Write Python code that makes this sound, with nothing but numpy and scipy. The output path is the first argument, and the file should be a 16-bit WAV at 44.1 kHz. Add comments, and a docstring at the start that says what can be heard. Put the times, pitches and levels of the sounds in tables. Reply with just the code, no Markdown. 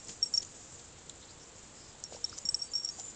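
"""A garden lawn, one microphone close to a dog that nudges about, watching a frog. The metal tags on
its collar clink in two bunches, each ring choked as the tags fall together again; between strikes
they shimmer, slide and tick. Grass rustles under its paws and its lips smack softly. Far off, a bird
slurs a few thin notes over quiet garden air and the faint hum of a motor."""
import sys
import numpy as np
from scipy import signal
from scipy.fft import rfft, irfft
from scipy.io import wavfile

SR = 44100
rng = np.random.default_rng(int(sys.argv[2]) if len(sys.argv) > 2 else 0)


def store_pcm(level_fs):
    """Save levels as 16-bit WAV."""
    pcm = np.round(np.clip(level_fs, -1, 1) * 32767).astype(np.int16)
    wavfile.write(sys.argv[1], SR, np.atleast_2d(pcm).T)


N = 138915
T = np.arange(N) / SR
HZ = np.fft.rfftfreq(N, 1 / SR)

CHOKE_STEEPNESS, DETUNE_SHARE, CHATTER_HZ = 3, .0008, 170
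CONTACT_DB, CONTACT_HZ, CONTACT_S = -10, 5360, .0007
# modes of the struck tag: pitch_hz
TAG_PITCHES = [5538, 7020, 7485, 8516]
# the same modes: level_db, t60_s
TAG_RINGS = [(0, 0.11), (-25.5, 0.04), (-17.5, 0.27), (-26, 0.022)]
# tag strikes: start_s, level_db, attack_s, choke_s, upper_modes_db, rattle_share
TAG_STRIKES = [(-.004, -48, .001, 0.018, 14, .1), (0.0718, -41, .0004, 0.0052, 13, .3),
               (0.22, -34, .004, 0.0059, 2.5, 0.5), (0.2274, -18.5, .0004, 0.019, -10, 0.19),
               (0.256, -32, .006, 0.03, 5, 0.3), (0.3386, -21, .0005, 0.023, -5.5, 0.15),
               (0.348, -23, .002, 0.0089, -2, 0.33), (0.3757, -15.5, 0.0011, .011, -13, 0),
               (0.396, -36, .003, 0.0078, 2, .3), (.404, -32, .001, 0.0061, -6.5, .1),
               (2.0422, -39, .001, 0.054, 0, 0.42), (2.156, -42, .001, 0.0086, -10.5, 0.3),
               (2.2426, -20.5, 0.00033, 0.0088, -4.5, .04), (2.295, -34.5, 0.00027, .004, -2, 0.2),
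               (2.4533, -29, 0.00017, 0.094, 5.5, 0.2), (2.488, -19.5, 0.00089, 0.0096, 5, 0.26),
               (2.5441, -20.5, 0.00013, .009, 2, 0.2), (2.588, -27.5, 0.018, 0.031, -4, 0.1),
               (2.6158, -19.5, 0.0096, 0.019, -15, 0.3), (2.639, -41.5, .003, 0.026, 0, 0.4),
               (2.7357, -28.5, 0.00025, 0.028, -3, 0), (2.7527, -22, 0.00059, 0.065, -5, 0.2),
               (2.7788, -25, .002, 0.013, 1, .1), (2.7963, -33.5, .001, 0.063, 1, .15),
               (2.830, -35, .004, 0.018, -1, .7), (2.8465, -26.5, .0006, 0.0087, 10, 0.38),
               (2.856, -30.5, .0008, 0.0075, -4, 0.3), (2.872, -39, .002, 0.02, -3.5, .7),
               (2.8889, -26.5, 0.0001, 0.0054, -5, 0.28), (2.897, -31.5, .0003, 0.0066, 2, .15)]
def tag_clinks():
    """Close to the microphone, each strike or graze rings a tag until its neighbour chokes it."""
    out, chatter = np.zeros(N), narrow_noise(0, CHATTER_HZ)
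    for start, db, attack, choke, upper_db, rattle in TAG_STRIKES:
        live = (T > start) & (T < start + 2 * choke)
        t = T[live] - start
        contact_gain = from_db(CONTACT_DB) * np.exp(-attack / (10 * CONTACT_S))   # weaker for a graze
        contact = contact_gain * np.exp(-t / CONTACT_S) * np.sin(2 * np.pi * CONTACT_HZ * t)
        envelope = choked(t, attack, choke) * (1 + rattle * chatter[live])
        ring = 0
        for k, (hz, (mode_db, t60)) in enumerate(zip(TAG_PITCHES, TAG_RINGS)):
            pitch = hz * (1 + DETUNE_SHARE * rng.standard_normal())
            ring += from_db(mode_db + upper_db * (k > 0)) * mode(t, pitch, t60)
        out[live] += from_db(db) * (contact + envelope * ring)
    return out


# modes of the free-hanging tag: pitch_hz
FREE_TAG_PITCHES = [6632, 7482, 7956, 8044]
# the same modes: level_db, t60_s
FREE_TAG_RINGS = [(-8, .3), (-11.5, 0.32), (-5.5, 0.52), (-5, 0.43)]
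# its after-rings: start_s, level_db, tilt_db_per_khz, choke_s
AFTER_RINGS = [(.229, -42.5, 1, 0.092), (2.243, -51, 0, 0.067), (2.489, -40, 8.5, 0.045),
               (2.546, -42.5, 1, .09), (2.620, -42, 1.5, 0.066), (2.755, -48, -5, 0.072),
               (2.907, -50.5, -17, .04)]
def tag_shimmer():
    """The neighbouring tag hangs free and rings on faintly, its close modes beating."""
    out = np.zeros(N)
    for start, db, tilt, choke in AFTER_RINGS:
        t = since(start)
        envelope = choked(t, attack_s=.0021, choke_s=choke)
        for hz, (mode_db, t60) in zip(FREE_TAG_PITCHES, FREE_TAG_RINGS):
            tilt_db = tilt * (hz - np.mean(FREE_TAG_PITCHES)) / 1000
            out += from_db(db + mode_db + tilt_db) * envelope * mode(t, hz, t60)
    return out


# tags sliding on their ring: start_s, length_s, pitch_hz, level_db
TAG_SLIDES = [(2.102, 0.039, 7050, -54.5), (2.426, 0.058, 6960, -49.5), (2.61, .12, 4650, -58),
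              (2.713, 0.023, 7100, -47.5), (2.918, .05, 4650, -58.5), (2.98, 0.16, 7130, -47.5)]
def tag_slides():
    """Metal rubbing lightly on metal keeps one narrow resonance alive."""
    return sum(from_db(db) * swell(start, length) * narrow_noise(hz, width_hz=69)
               for start, length, hz, db in TAG_SLIDES)


# ticks of tags and blades: start_s, peak_db, centre_hz, decay_s, half_width_share
DRY_TICKS = [(0.049, -34.5, 6860, 0.00038, 0.19), (0.0845, -30.5, 7000, 0.00054, 0.11),
             (0.0937, -42, 3050, 0.00099, 0.32), (0.373, -25.5, 6500, 0.0007, 0.13),
             (0.449, -33, 6530, 0.0011, 0.092), (1.0953, -31.5, 7070, 0.0012, 0.12),
             (1.0974, -35, 3830, 0.0018, 0.086), (1.593, -38.5, 6860, 0.00051, 0.1),
             (2.0391, -21, 6540, 0.0009, 0.11), (2.380, -30.5, 6200, .001, 0.18),
             (2.386, -25, 6570, 0.0011, .15), (2.998, -28, 6440, .001, 0.2)]
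def ticks(grit=.35):
    """Tags touch and blades snap: a click with a gritty tail, through one broad resonance."""
    out = np.zeros(N)
    for start, db, hz, decay, half_width in DRY_TICKS:
        edges_hz = [hz * (1 - half_width), hz * (1 + half_width)]
        band = signal.butter(2, edges_hz, "band", fs=SR, output="sos")
        tail = (T > start) * np.exp(-np.minimum(since(start) / decay, 20))
        force = grit * rng.standard_normal(N) * tail
        force[int(start * SR)] += 1
        burst = signal.sosfilt(band, force + 1e-18)
        out += from_db(db) * burst / np.abs(burst).max()
    return out


# spectrum of brushed blades: frequency_hz, level_db
BRUSH_SPECTRUM = [(2500, -65.5), (4500, -2.5), (6000, 6), (7200, 14.5), (8500, -7)]
# spectrum of pressed grass: frequency_hz, level_db
CRUNCH_SPECTRUM = [(25, 4), (120, -1), (400, 7.5), (900, -4), (2500, -1.5), (5000, 5), (8500, -7)]
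# rustles underfoot: peak_s, width_s, level_db, relative_crunch_db
PAW_RUSTLES = [(.096, 0.0046, -48, 4), (0.107, 0.026, -49.5, -5.5), (.347, .009, -40.5, -32),
               (0.376, .008, -36, -41), (0.427, 0.0068, -43, -2.5), (.62, 0.04, -53.5, -30),
               (.797, 0.0045, -54, 0.5), (2.143, .018, -52.5, 2), (2.345, 0.033, -61, 2.5),
               (2.382, 0.0073, -46, -7.5), (3.0, 0.016, -47, -8.5)]
def grass(grains_per_s=1700, spread_db=3):
    """Under the paws, blades brush and crackle in dense grains; pressed harder they crunch."""
    sizes = from_db(spread_db * np.minimum(rng.exponential(1, N), 4)) * rng.choice([-1, 1], N)
    crackle = rms_one(sizes * (rng.random(N) < grains_per_s / SR))
    grains = crackle + rng.standard_normal(N)
    brush = colour(grains, BRUSH_SPECTRUM)
    crunch = colour(np.roll(grains, N // 2), CRUNCH_SPECTRUM)
    out = np.zeros(N)
    for peak, width, db, crunch_db in PAW_RUSTLES:
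        envelope = np.exp(-.5 * ((T - peak) / width) ** 2)
        out += from_db(db) * envelope * (brush + from_db(crunch_db) * crunch)
    return out


# smacks of lips and paws: start_s, peak_db, pitch_hz, length_s
SOFT_SMACKS = [(0.091, -46.5, 157.5, 0.017), (1.948, -50, 840, 0.0063), (2.1235, -35.5, 620, 0.0031),
               (2.147, -38.5, 556, 0.0063), (2.164, -47, 850, 0.0072), (2.3275, -41.5, 1333, .004),
               (2.448, -44, 192, 0.011), (2.520, -48, 151, 0.019), (2.987, -44, 760, 0.0098),
               (3.0, -46, 780, 0.0051)]
def smacks():
    """Each soft, close smack is a few cycles of one low resonance."""
    out = np.zeros(N)
    for start, db, hz, length in SOFT_SMACKS:
        t = since(start)
        out += from_db(db) * np.sin(2 * np.pi * hz * t) * puff(t / length)
    return out


# slurred notes: start_s, length_s, start_hz, end_hz, level_db
BIRD_NOTES = [(0.718, 0.063, 7600, 6670, -53), (1.209, 0.043, 3610, 4400, -57),
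              (1.28, 0.043, 4000, 5040, -56.5), (1.393, 0.064, 5270, 6100, -58.5),
              (1.74, 0.2, 5300, 5010, -60), (2.221, 0.099, 3400, 4130, -59),
              (2.313, 0.053, 4790, 5600, -52.5), (3.051, 0.049, 3250, 3430, -61.5)]
def far_bird(blur_hz=520):
    """Thin gliding notes, blurred by their distance from the microphone."""
    out = np.zeros(N)
    for start, length, start_hz, end_hz, db in BIRD_NOTES:
        glide_hz = np.interp(T, [start, start + length], [start_hz, end_hz])
        out += from_db(db) * swell(start, length) * narrow_noise(glide_hz, blur_hz)
    return out


# spectrum of the garden air: frequency_hz, level_db
AIR_SPECTRUM = [(25, -4), (50, 3), (90, 2.5), (160, -1.5), (300, -2.5), (600, -5.5), (1000, -8),
                (2300, -13), (4000, -12), (5800, -12.5), (6600, -8), (7300, -1.5), (8200, -13),
                (9000, -26.5)]
# drift of the treble hiss: time_s, gain_db
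HISS_DRIFT = [(0, 2.5), (.45, 3.5), (.75, 2), (1.0, 0), (1.6, 0), (2.2, 1.5), (3.15, 3.5)]
def garden_air(level_db=-53.5, hiss_edge_hz=4700, flutter_db=1.84):
    """Quiet air all round the microphone; its high hiss drifts and flickers."""
    noise = colour(rng.standard_normal(N), AIR_SPECTRUM)
    hiss = irfft(rfft(noise) * (HZ > hiss_edge_hz), N)
    hiss_db = np.interp(T, *np.transpose(HISS_DRIFT)) + flutter_db * narrow_noise(0, width_hz=40)
    return from_db(level_db) * (noise - hiss + from_db(hiss_db) * hiss)


# tones of the hum: pitch_hz, level_db
MOTOR_TONES = [(87, -75), (135, -73.5), (333, -76.5), (380, -80), (474, -69.5), (522, -73), (713, -79)]
def far_motor():
    """A distant motor hums in a few faint, wavering tones."""
    return sum(from_db(db) * narrow_noise(hz, width_hz=4) for hz, db in MOTOR_TONES)


def garden_scatter(x, level_db=-28, t60_s=.15):
    """Fences and plants return a weak, short tail."""
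    tail = rng.standard_normal(N) * np.exp(-np.log(1000) * T / t60_s)
    return from_db(level_db) * signal.fftconvolve(x, tail / np.linalg.norm(tail))[:N]


def from_db(db):
    """Decibels to gain."""
    return 10 ** (np.asarray(db) / 20)


def rms_one(x):
    """Scale to unit rms."""
    return x / np.sqrt(np.mean(x ** 2) + 1e-20)


def colour(x, spectrum):
    """Filter by a curve of (frequency_hz, level_db) points; rms 1."""
    hz, db = np.transpose(spectrum)
    gain = from_db(np.interp(np.log(HZ + 1), np.log(hz), db))
    return rms_one(irfft(rfft(x) * gain, N))


def narrow_noise(hz, width_hz):
    """Noise in one resonance whose centre may move; rms 1."""
    slow = irfft(rfft(rng.standard_normal((2, N))) / (1 + (HZ / width_hz) ** 2), N)
    phase = 2 * np.pi * np.cumsum(np.broadcast_to(hz, N)) / SR
    return rms_one(slow[0] * np.cos(phase) + slow[1] * np.sin(phase))


def since(start):
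    """Seconds since an onset, zero before it."""
    return np.maximum(T - start, 0)


def mode(t, hz, t60):
    """A sine that dies away by 60 dB in t60 seconds."""
    return np.exp(-np.log(1000) * t / t60) * np.sin(2 * np.pi * hz * t)


def choked(t, attack_s, choke_s):
    """An envelope that rises, then falls steeply around choke_s."""
    rise = 1 - np.exp(-t / attack_s)
    return rise * np.exp(-np.minimum((t / choke_s) ** CHOKE_STEEPNESS, 20))


def swell(start, length):
    """A rounded rise and fall."""
    return np.sqrt(np.abs(np.sin(np.pi * np.clip((T - start) / length, 0, 1))))


def puff(u):
    """Quick rise, slower fall, height 1, nearly over at u = 1."""
    shape = u * np.exp(-(2 * u) ** 1.8)
    return shape / shape.max()


def scene():
    """The dog close to the microphone, the garden behind; mono."""
    dog = ticks() + tag_clinks() + tag_shimmer() + tag_slides() + smacks() + grass()
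    return (dog + garden_scatter(dog) + far_bird() + garden_air() + far_motor())[None]


def record(dry):
    """The microphone's signal is cut steeply at the top."""
    cutoff_hz = 8500
    return signal.sosfilt(signal.cheby1(12, .1, cutoff_hz, fs=SR, output="sos"), dry)


dry = scene()
out = record(dry)
store_pcm(out)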